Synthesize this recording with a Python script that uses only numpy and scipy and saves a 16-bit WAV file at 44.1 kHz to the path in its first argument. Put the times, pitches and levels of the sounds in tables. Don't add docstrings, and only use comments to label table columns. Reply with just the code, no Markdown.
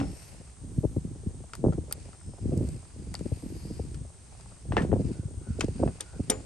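import sys
import numpy as np
from scipy import signal
from scipy.fft import rfft, irfft
from scipy.io import wavfile
from scipy.ndimage import uniform_filter1d

SR = 44100
rng = np.random.default_rng(int(sys.argv[2]) if len(sys.argv) > 2 else 0)


def generate_wav(sig):
    pcm = np.round(np.clip(np.atleast_2d(sig).T, -1, 1) * 32767).astype(np.int16)
    wavfile.write(sys.argv[1], SR, pcm)


N = 284445


def amp(db):
    return 10 ** (np.asarray(db) / 20)


def unit_rms(x):
    return x / np.sqrt(np.mean(x ** 2) + 1e-20)


def curve(points, hz):
    f, value = np.transpose(points)
    return np.interp(np.log(hz + 1), np.log(f + 1), value)


def add(mix, s, sound):
    start = max(round(s * SR), 0)
    part = mix[..., start:start + sound.shape[-1]]
    part += sound[..., :part.shape[-1]]


def band(x, lo_hz, hi_hz, order=2):
    return signal.sosfilt(signal.butter(order, [lo_hz, hi_hz], "band", fs=SR, output="sos"), x)


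def drift(smooth_samples, n=N):
    return unit_rms(uniform_filter1d(rng.standard_normal(n), size=smooth_samples))


def swells(rows):
    t = np.arange(0, N, 64) / SR
    gain = sum(amp(db) * np.cos(np.pi * np.clip((t - middle) / length, -.5, .5)) ** 2
               for middle, length, db in rows)
    return np.interp(np.arange(N) / SR, t, gain)


def stereo_noise(colour):
    # f/Hz, left-right likeness
    image = [(60, 0.69), (130, 0.36), (280, 0.83), (600, -0.06), (1290, 0.36), (2770, 0.33), (5960, 0.47),
             (12800, 0.57)]
    hz = np.fft.rfftfreq(N, 1 / SR)
    mid, side = rfft(rng.standard_normal((2, N)))
    likeness = np.clip(curve(image, hz), 0, 1)
    pair = np.sqrt(1 + likeness) * mid + np.array([[1], [-1]]) * np.sqrt(1 - likeness) * side
    return unit_rms(irfft(pair * amp(curve(colour, hz)), N))


def narrow_noise(hz, width_hz):
    lowpass = signal.butter(2, width_hz, fs=SR, output="sos")
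    hoarse = signal.sosfilt(lowpass, rng.standard_normal((len(hz), 2)) @ [1, 1j])
    return unit_rms((hoarse * np.exp(2j * np.pi * np.cumsum(hz) / SR)).real)


def strikes(hits, modes, crack_db, crack_t60, lo_hz, hi_hz, tail_db, tail_t60, gain_db=0):
    out, t = np.zeros((2, N)), np.arange(SR // 3) / SR
    mode_hz, mode_db, t60 = np.transpose(modes)[:, :, None]
    octaves = np.log2(np.clip(np.fft.rfftfreq(len(t), 1 / SR), 300, 13000) / 3000)
    notes = amp(mode_db - 60 * t / t60) * np.sin(2 * np.pi * mode_hz * t)
    attack, fade = 1 - np.exp(-t / 0.00046), np.minimum(1, 20 * (1 - t / t[-1]))
    for s, db, tilt_db in hits:
        sign = rng.choice([-1, 1], mode_hz.shape)
        ring = (sign * notes).sum(0)
        grit = rng.standard_normal((3, len(t)))
        crack = unit_rms(band(grit[0], lo_hz, hi_hz)) * amp(crack_db - 60 * t / crack_t60)
        dull_grit = band(grit[0] + 0.46 * grit[1:], lo_hz / 2, hi_hz / 2, order=1)
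        tail = unit_rms(dull_grit) * amp(tail_db - 60 * t / tail_t60)
        hit = np.roll((ring + crack + tail) * attack, len(t) // 400, axis=1)
        hit = irfft(rfft(hit) * amp(tilt_db * octaves), len(t))
        loudest = np.sqrt(2 * uniform_filter1d(hit.mean(0) ** 2, size=40).max())
        add(out, s - 1 / 1200, amp(db + gain_db) * hit / loudest * fade)
    return out


def bending_waves(jolts, dispersion=0.1274, rolloff=4.44, roughness=0.4, sway_hz=82, sway_octaves=0.51):
    size = 2 ** 13
    out, f = np.zeros(N + size), np.fft.rfftfreq(size, 1 / SR) + 1
    for (s, db, hz, sway_db), chance in zip(jolts, rng.uniform(-1, 1, (400, 9))):
        path = dispersion * np.exp(.5 * chance[0])
        centre_s = size / SR / 2 - path / np.sqrt(hz)
        travel = np.exp(-2j * np.pi * (2 * path * np.sqrt(f) + f * centre_s + chance[1]))
        slip_cycles = np.outer(f, 0.007255 * chance[3:6]) + chance[6:]
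        slips = 1 + roughness * np.exp(-2j * np.pi * slip_cycles).sum(1)
        low_cut = (f / hz) ** 2 / (1 + (f / hz) ** 2)
        knock = slips * low_cut / (1 + (f / (1.003 * hz)) ** rolloff) / (1 + (f / (3 * hz)) ** 4)
        sway = np.exp(-.5 * (np.log2(f / sway_hz) / sway_octaves + .5 * chance[2]) ** 2)
        for shape, peak_db in ((knock, db), (sway, sway_db)):
            wave = irfft(shape * travel, size)
            add(out, s, amp(peak_db) * wave / abs(signal.hilbert(wave)).max())
    return out[size // 2:][:N]


def through_sheet(slips, colour, dispersion):
    hz = np.fft.rfftfreq(N, 1 / SR)
    travel = np.exp(-4j * np.pi * dispersion * np.sqrt(hz))
    return unit_rms(irfft(rfft(slips) * amp(curve(colour, hz)) * travel, N))


def effort(attack_s=0.037, release_s=0.062):
    # t/s, length/s, level/dB
    moves = [(0.0, 0.08, -37), (0.311, 0.1, -49), (0.639, 0.5, -41), (1.16, 0.26, -44), (1.598, 0.22, -40),
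             (1.845, 0.24, -46), (2.27, 0.04, -43), (2.45, 0.2, -34), (2.687, 0.05, -38),
             (2.967, 0.39, -42), (3.45, 0.58, -42), (4.33, 0.2, -52), (4.702, 0.39, -34.5),
             (5.15, 0.28, -44.5), (5.49, .22, -40), (5.77, .11, -37), (6.17, 0.19, -42)]
    t = np.arange(0, N, 64) / SR
    spells = [amp(db) * np.exp(np.minimum(t - s, 0) / attack_s - np.maximum(t - s - length, 0) / release_s)
              for s, length, db in moves]
    return np.interp(np.arange(N) / SR, t, np.max(spells, axis=0))


def garden(air_db=-51.5, insects_db=-62):
    # f/Hz, level/dB
    air = [(35, -16.5), (65, 0), (110, -7), (290, -21), (380, -19), (520, -25), (800, -24), (1300, -31.5),
           (2200, -35), (4000, -35), (6050, -32.5), (6400, -27), (6800, -33.5), (7400, -29), (8500, -26.5),
           (9700, -55), (10800, -32.5), (12000, -65), (13000, -78)]
    # f/Hz, level/dB
    insects = [(6500, -43), (7700, -17), (8250, 5), (8550, 6.5), (8900, 3.5), (9500, 2.5), (9900, -6.5),
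               (10300, -50), (11000, -76)]
    return amp(air_db) * stereo_noise(air) + amp(insects_db) * stereo_noise(insects)


def steel_rings():
    # t/s, level/dB, f/Hz, t60/s
    notes = [(0, -24, 279.5, 0.22), (0, -39, 786, 0.27), (0, -57, 5340, 1.0), (3.141, -36.5, 1980, 0.018),
             (3.145, -51, 810, 0.086), (3.152, -24.5, 4640, 0.006), (3.152, -46, 4630, 0.048),
             (6.301, -41.5, 7100, 0.27), (6.302, -28, 5880, 0.051)]
    out, t = np.zeros(N), np.arange(SR) / SR
    for s, db, hz, t60 in notes:
        add(out, s, amp(db - 60 * t / t60) * np.sin(2 * np.pi * hz * t))
    return out


def driver_knocks():
    # t/s, level/dB, tilt/(dB per octave)
    hits = [(0.001, -27.5, -0.5), (0.012, -17, -9.5), (0.033, -29, -10), (4.7213, -24, -4),
            (4.7677, -9, -4.5), (4.806, -18.5, -10), (4.819, -34, 3), (4.917, -29.5, -9.5),
            (4.9285, -23, -9.5), (4.9375, -19, -13)]
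    # f/Hz, level/dB, t60/s
    modes = [(210, -3, 0.22), (316, -7, 0.14), (346.3, -8.5, 0.34), (411, -16, 0.79), (476, 5, 0.042),
             (619, -1.5, 0.062), (733, -1, 0.052), (920, -3, 0.02), (1390, 17.5, 0.0094),
             (1670, -12, 0.017), (2710, 0.5, 0.086), (2745, -19.5, 0.019), (2960, 4.5, 0.045)]
    return strikes(hits, modes, crack_db=18.5, crack_t60=0.014, lo_hz=470, hi_hz=2580,
                   tail_db=3.5, tail_t60=0.25, gain_db=-2.5)


def cloth_rub(gain_db=-1, slips_per_s=110, spread_db=2.5, dull_hz=150, brighten_db=-41):
    # f/Hz, level/dB
    colour = [(15, -69), (25, -13.5), (58, 5), (97, 2), (135, 1), (234, -8), (380, -14), (412, -25.5),
              (469, -23), (608, -30), (1200, -47.5), (1560, -77), (2640, -120)]
    hz, push = np.fft.rfftfreq(N, 1 / SR), effort()
    slips = rng.choice([-1, 1], N) * (rng.random(N) < slips_per_s / SR)
    strength = amp(spread_db * np.minimum(rng.exponential(1, N), 3))
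    full = through_sheet(slips * strength, colour, dispersion=0.118) + 1.15 * stereo_noise(colour)
    dull = irfft(rfft(full) / (1 + (hz / dull_hz) ** 4), N)
    brightness = np.tanh(push / amp(brighten_db))
    return amp(gain_db) * push * (brightness * full + (1 - brightness) * dull)


def rustle(fabric_db=-2, grain=0.24):
    # middle t/s, length/s, level/dB
    brushes = [(.21, 0.88, -53.5), (2.025, 0.46, -56.5), (2.68, 1, -57), (3.25, 0.74, -57),
               (3.67, 0.99, -56), (4.42, 0.7, -58.5), (5.089, 0.39, -54), (5.784, 1, -54.5),
               (6.344, 0.85, -56.5)]
    # f/Hz, level/dB
    fabric_colour = [(600, 3), (1300, -6.5), (2000, -3), (2600, -1), (3500, -11.5), (4800, -0.5),
                     (6000, -9), (9000, -1.5), (11000, -20), (12500, -42), (13300, -62)]
    # middle t/s, length/s, level/dB
    fizzes = [(.22, .4, -65), (.85, .6, -77), (2.66, .4, -74), (3.55, .95, -69.5)]
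    # f/Hz, level/dB
    fizz_colour = [(8000, -19), (10300, -16), (11000, -2), (11500, 6), (12100, -6), (12700, -35),
                   (13300, -60)]
    catching = np.exp(grain * drift(300))
    fabric = amp(fabric_db) * swells(brushes) * stereo_noise(fabric_colour)
    grip = swells(fizzes) * stereo_noise(fizz_colour)
    return catching * (fabric + grip)


def lesser_bumps(per_s=22, usual_hz=239.6, usual_effort_db=-40, octaves_per_db=-0.16, sway_db=-6.5):
    slots = np.arange(0, N / SR, 1 / per_s)
    timing, strength, detune = rng.uniform(-1, 1, (400, 3))[:len(slots)].T
    s = np.clip(slots + .5 * timing / per_s, 0, (N - 1) / SR)
    effort_db = 20 * np.log10(effort()[(s * SR).astype(int)])
    db = effort_db + 3.5 + 0.5 * strength
    hz = usual_hz * 2 ** (octaves_per_db * (effort_db - usual_effort_db) + 0.16 * detune)
    return bending_waves(np.transpose([s, db, hz, db + sway_db]))


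def glove_slides(width_hz=400, rise_hz_per_s=800):
    # middle t/s, length/s, level/dB, f/Hz
    slides = [(.2, .35, -65, 5700), (3.69, .55, -63, 4800)]
    out, t = np.zeros(N), np.arange(N) / SR
    for middle, length, db, hz in slides:
        rising_hz = hz + rise_hz_per_s * np.clip(t - middle, -length, length)
        out += swells([(middle, length, db)]) * narrow_noise(rising_hz, width_hz)
    return out


def cricket(strokes_per_s=66, fall_hz=600, duty=0.55, unsteady=.03, waver_hz=90):
    # middle t/s, length/s, level/dB, f/Hz
    trills = [(.18, 0.26, -59.5, 8650), (0.677, 0.75, -63.5, 8560), (1.358, 0.79, -64, 8530),
              (2.235, 0.41, -61, 8540), (2.729, 0.49, -60.5, 8430), (3.32, 0.55, -62.5, 8580),
              (3.97, 0.66, -61.5, 8530), (4.503, 0.45, -64, 8430), (4.774, 0.3, -60, 8360),
              (5.363, 0.54, -61, 8600), (5.84, 0.39, -58.5, 8530), (6.23, 0.15, -63, 8650)]
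    pace = strokes_per_s * (1 + unsteady * drift(60))
    stroke = np.cumsum(pace) / SR % 1 / duty
    middle, _, _, pitch = np.transpose(trills)
    hz = np.interp(np.arange(N) / SR, middle, pitch) + fall_hz * (.5 - stroke) + waver_hz * drift(60)
    song = np.sin(np.pi * np.minimum(stroke, 1)) * np.sin(2 * np.pi * np.cumsum(hz) / SR)
    return swells([trill[:3] for trill in trills]) * unit_rms(song)


def firm_bumps():
    # t/s, level/dB, f/Hz, sway level/dB
    jolts = [(0.404, -40.5, 229, -46), (0.786, -15, 207, -35), (0.842, -19.5, 378, -47),
             (0.853, -17.5, 372, -20), (0.969, -19.5, 359, -21.5), (0.982, -23.5, 268, -32),
             (1.053, -25, 237, -32), (1.272, -24, 195, -24.5), (1.635, -31, 280, -41),
             (1.693, -21, 219, -25), (1.707, -24.5, 177, -24), (1.75, -29.5, 216, -36),
             (1.786, -24.5, 346, -25), (2.287, -37, 197, -43), (2.46, -20.5, 256, -33),
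             (2.495, -24, 310, -42), (2.483, -43, 170, -35), (2.541, -23, 356, -38), (2.555, -26, 171, -29),
             (2.575, -21, 262, -18), (2.613, -21, 313, -32), (2.648, -40, 221, -30),
             (2.747, -34.5, 231, -39), (3.213, -25.5, 280, -32), (3.263, -23, 342, -31),
             (3.322, -27, 355, -19.5), (3.439, -29.5, 298, -40), (3.464, -28, 278, -47),
             (3.526, -30.5, 304, -43), (3.712, -25.5, 290, -35), (3.8, -25, 393, -31.5),
             (4.014, -41, 188, -35.5), (4.737, -25, 333, -38), (4.815, -17.5, 275, -55),
             (4.837, -17, 228, -53), (4.903, -20.5, 248, -34), (4.922, -17, 300, -22),
             (4.968, -23, 443, -23), (5, -20, 293, -26), (5.054, -24.5, 262, -24.5), (5.117, -24, 306, -46),
             (5.197, -26, 215, -30), (5.259, -51, 148, -24.5), (5.378, -41, 171, -27.5),
             (5.505, -23, 194, -24.5), (5.594, -22.5, 350, -38), (5.645, -17.5, 319, -30.5),
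             (5.686, -24, 400, -28.5), (5.803, -20.5, 380, -42), (5.818, -19.5, 280, -32),
             (5.836, -13, 524, -30), (5.864, -20, 370, -22.5), (6.205, -20.5, 270, -29)]
    return bending_waves(jolts)


def chuck_clicks():
    # t/s, level/dB, tilt/(dB per octave)
    hits = [(1.5345, -26, -5.5), (1.5522, -30, 7), (1.7245, -25.5, -16.5), (1.7330, -37, -9),
            (1.9112, -30, -7), (2.131, -39.5, -8.5), (2.5761, -35, 6), (2.689, -33.5, 3), (3.1417, -27, 2),
            (3.1520, -30.5, -2.5), (3.1922, -35.5, 0), (3.945, -37, -3), (4.41, -41.5, -4)]
    # f/Hz, level/dB, t60/s
    modes = [(787, -22, 0.065), (1357, -0.5, 0.018), (1980, -16, 0.028), (3200, -17, .01),
             (4580, -2.5, 0.023), (4980, 1, 0.014), (5730, -3, 0.0088), (7460, 23.5, 0.0016),
             (8840, 10.5, 0.0065), (9800, -6, 0.0098), (11640, 5, 0.0044)]
    return strikes(hits, modes, crack_db=10, crack_t60=0.0041, lo_hz=1640, hi_hz=10300,
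                   tail_db=-10, tail_t60=0.1, gain_db=-5)


def hard_jolts():
    # t/s, level/dB, f/Hz, sway level/dB
    jolts = [(1.5365, -38, 1344, -58), (1.5545, -39, 1400, -59), (1.6428, -11.5, 397, -31),
             (1.652, -18, 485, -25), (1.663, -23, 550, -18), (1.6705, -15.5, 334, -20),
             (1.686, -24, 510, -33), (1.701, -34, 520, -32), (3.1455, -34.5, 890, -55),
             (4.7225, -27, 914, -47), (4.7695, -21, 887, -43), (4.775, -21, 400, -41),
             (4.783, -20.5, 500, -44), (4.851, -22, 415, -38), (4.9305, -14.5, 490, -27),
             (4.9385, -15, 407, -34)]
    return bending_waves(jolts, dispersion=0.1402, rolloff=4.42, roughness=0.044)


def scrapes(slips_per_s=170, unsteady=.6, spread_db=1):
    # middle t/s, length/s, level/dB
    drags = [(1.68, 0.092, -29), (2.53, 0.052, -28), (2.575, 0.074, -33), (2.635, 0.082, -36.5),
             (2.69, 0.033, -40.5), (5.005, 0.046, -25.5), (5.1, .06, -36.5), (5.845, 0.06, -37)]
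    # f/Hz, level/dB
    colour = [(60, -25), (150, 9), (280, 4), (450, -0.5), (620, -10), (900, -31), (1400, -39), (2600, -90)]
    pace = slips_per_s * np.exp(unsteady * drift(200))
    slips = np.diff(np.floor(np.cumsum(pace) / SR), prepend=0)
    slips *= amp(-spread_db * rng.standard_normal(N))
    return swells(drags) * through_sheet(slips - slips.mean(), colour, dispersion=0.1284)


def sleeve_snap():
    # t/s, level/dB, tilt/(dB per octave)
    hits = [(1.9249, -16, 0.5), (1.9261, -29, -5), (1.9345, -38, -2)]
    # f/Hz, level/dB, t60/s
    modes = [(2140, -18, .008), (4500, -3.5, 0.0096), (4910, -7, 0.018), (5370, -26, 0.06),
             (8660, 7, 0.007), (10900, -2, .009), (11500, 8, 0.011), (12500, 13.5, .005)]
    return strikes(hits, modes, crack_db=-1.5, crack_t60=0.0097, lo_hz=1500, hi_hz=12600,
                   tail_db=-35, tail_t60=0.074)


def far_whistles(waver_hz=65):
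    # middle t/s, length/s, level/dB, f/Hz
    notes = [(2.29, .55, -66.5, 5200), (3.05, .8, -74, 4720)]
    waver = waver_hz * drift(260)
    return sum(swells([swell]) * np.sin(2 * np.pi * np.cumsum(hz + waver) / SR) for *swell, hz in notes)


def sheet_buzz():
    # t/s, level/dB, tilt/(dB per octave)
    hits = [(4.7785, -20.5, -10)]
    # f/Hz, level/dB, t60/s
    modes = [(1676, -12, 0.097), (1770, -3, 0.09), (1860, -9.5, 0.13), (1911, -11, 0.09),
             (2020, -10, 0.067)]
    return strikes(hits, modes, crack_db=-5, crack_t60=0.035, lo_hz=1540, hi_hz=3470,
                   tail_db=-31, tail_t60=0.11)


def far_calls(call_s=0.3, width_hz=90, waver_hz=35):
    # t/s, level/dB, nominal f/Hz
    calls = [(5.04, -69, 1500), (5.36, -63.5, 1460), (5.68, -67.5, 1520), (5.98, -64, 1490)]
    out, n = np.zeros(N), round(call_s * SR)
    arch = .94 + 0.0345 * np.sin(np.pi * np.linspace(0, 1, n))
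    for s, db, hz in calls:
        voice = narrow_noise(hz * arch + waver_hz * drift(1500, n), width_hz)
        add(out, s, amp(db) * voice * signal.windows.tukey(n, .9))
    return out


def frame_rattle():
    # t/s, level/dB, tilt/(dB per octave)
    hits = [(5.596, -38, 3), (5.6078, -15, -3.5), (5.6112, -18.5, -8), (5.6375, -47, 13), (5.644, -35.5, 2),
            (5.876, -20.5, -16.5)]
    # f/Hz, level/dB, t60/s
    modes = [(1170, -31, 0.016), (1640, -19, 0.026), (2350, 4, 0.01), (2590, 3, 0.032), (3180, -2, 0.025),
             (4050, -24, .03), (5170, -5, 0.051), (6020, -5, .04), (6730, -0.5, 0.04), (8700, 9, 0.0087),
             (10100, -15, .012)]
    return strikes(hits, modes, crack_db=10.5, crack_t60=0.013, lo_hz=1040, hi_hz=7500,
                   tail_db=-5.5, tail_t60=0.099, gain_db=-4)


def cartridge_knocks():
    # t/s, level/dB, tilt/(dB per octave)
    hits = [(6.002, -34, -4.5), (6.2985, -14.5, -12), (6.302, -19.5, -8), (6.309, -29, -2),
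            (6.317, -26.5, -3)]
    # f/Hz, level/dB, t60/s
    modes = [(243, -34, 0.044), (311.6, -13.5, 0.17), (431, -4, 0.16), (485.5, -23, 0.72),
             (520, -1.5, 0.15), (670, -30, 0.049), (844, -7, 0.28), (990, -3, 0.1), (1120, -21, 0.14),
             (1227, 3, 0.09), (1780, -10, .08)]
    return strikes(hits, modes, crack_db=8.5, crack_t60=0.081, lo_hz=398, hi_hz=2520,
                   tail_db=-9.5, tail_t60=0.5, gain_db=-3)


def catch_snaps():
    # t/s, level/dB, tilt/(dB per octave)
    hits = [(6.0068, -19.5, -2.5), (6.2980, -16.5, -7.5), (6.3008, -6.5, 4.5)]
    # f/Hz, level/dB, t60/s
    modes = [(3100, -18, 0.026), (3440, -10, 0.017), (3770, -15, 0.031), (5000, -15.5, 0.032),
             (6030, -7.5, 0.018), (6900, -10, .015), (8710, 4, 0.017), (9100, -6, 0.024), (9750, 0, 0.0088),
             (10960, -1, 0.0085), (11530, -13, 0.033)]
    return strikes(hits, modes, crack_db=-15, crack_t60=0.038, lo_hz=2560, hi_hz=9800,
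                   tail_db=-26, tail_t60=0.15, gain_db=-3.5)


def from_left(x, top_hz=12500):
    # f/Hz, left over right/dB
    balance = [(100, 5), (300, -1), (600, 2.5), (1200, 1.5), (2200, 3), (4500, 7), (6700, 10.5), (8000, 18),
               (8700, -1), (12000, 0)]
    # f/Hz, left lead/rad
    lead = [(100, 0.11), (300, 0.6), (600, 1.3), (1200, 1.6), (2500, 0.92), (4500, 0.91), (8700, 0.87),
            (11500, 2.2)]
    hz = np.fft.rfftfreq(N, 1 / SR)
    half = amp(curve(balance, hz) / 2) * np.exp(.5j * curve(lead, hz))
    dulled = rfft(x) / (1 + (hz / top_hz) ** 20)
    return irfft(dulled * np.array([half, 1 / half]), N)


def from_garden(x, left_db=2, lead_rad=0.15):
    half = amp(left_db) * np.exp(1j * lead_rad)
    return (signal.hilbert(x) * np.array([[half], [1 / half]])).real


def through_case(x, side_db=-10, left_db=1):
    rocking = signal.filtfilt([.01], [1, -.99], np.exp(1j * drift(3000)))
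    side = amp(side_db) * (1j * signal.hilbert(x) * rocking).real
    return np.array([x * amp(left_db) + side, x * amp(-left_db) - side])


def scene():
    driver = chuck_clicks() + sleeve_snap() + driver_knocks() + sheet_buzz()
    caulking_gun = frame_rattle() + catch_snaps() + cartridge_knocks()
    jolts = firm_bumps() + lesser_bumps() + hard_jolts() + scrapes()
    close = from_left(driver + caulking_gun + steel_rings() + glove_slides())
    distant = from_garden(cricket() + far_whistles())
    return close + distant + through_case(jolts) + cloth_rub() + rustle() + garden() + far_calls()


def record(dry, edge_hz=13300):
    lowpass = signal.firwin(201, edge_hz, window=("kaiser", 9), fs=SR)
    return signal.oaconvolve(dry, lowpass[None], "same")


dry = scene()
out = record(dry)
generate_wav(out)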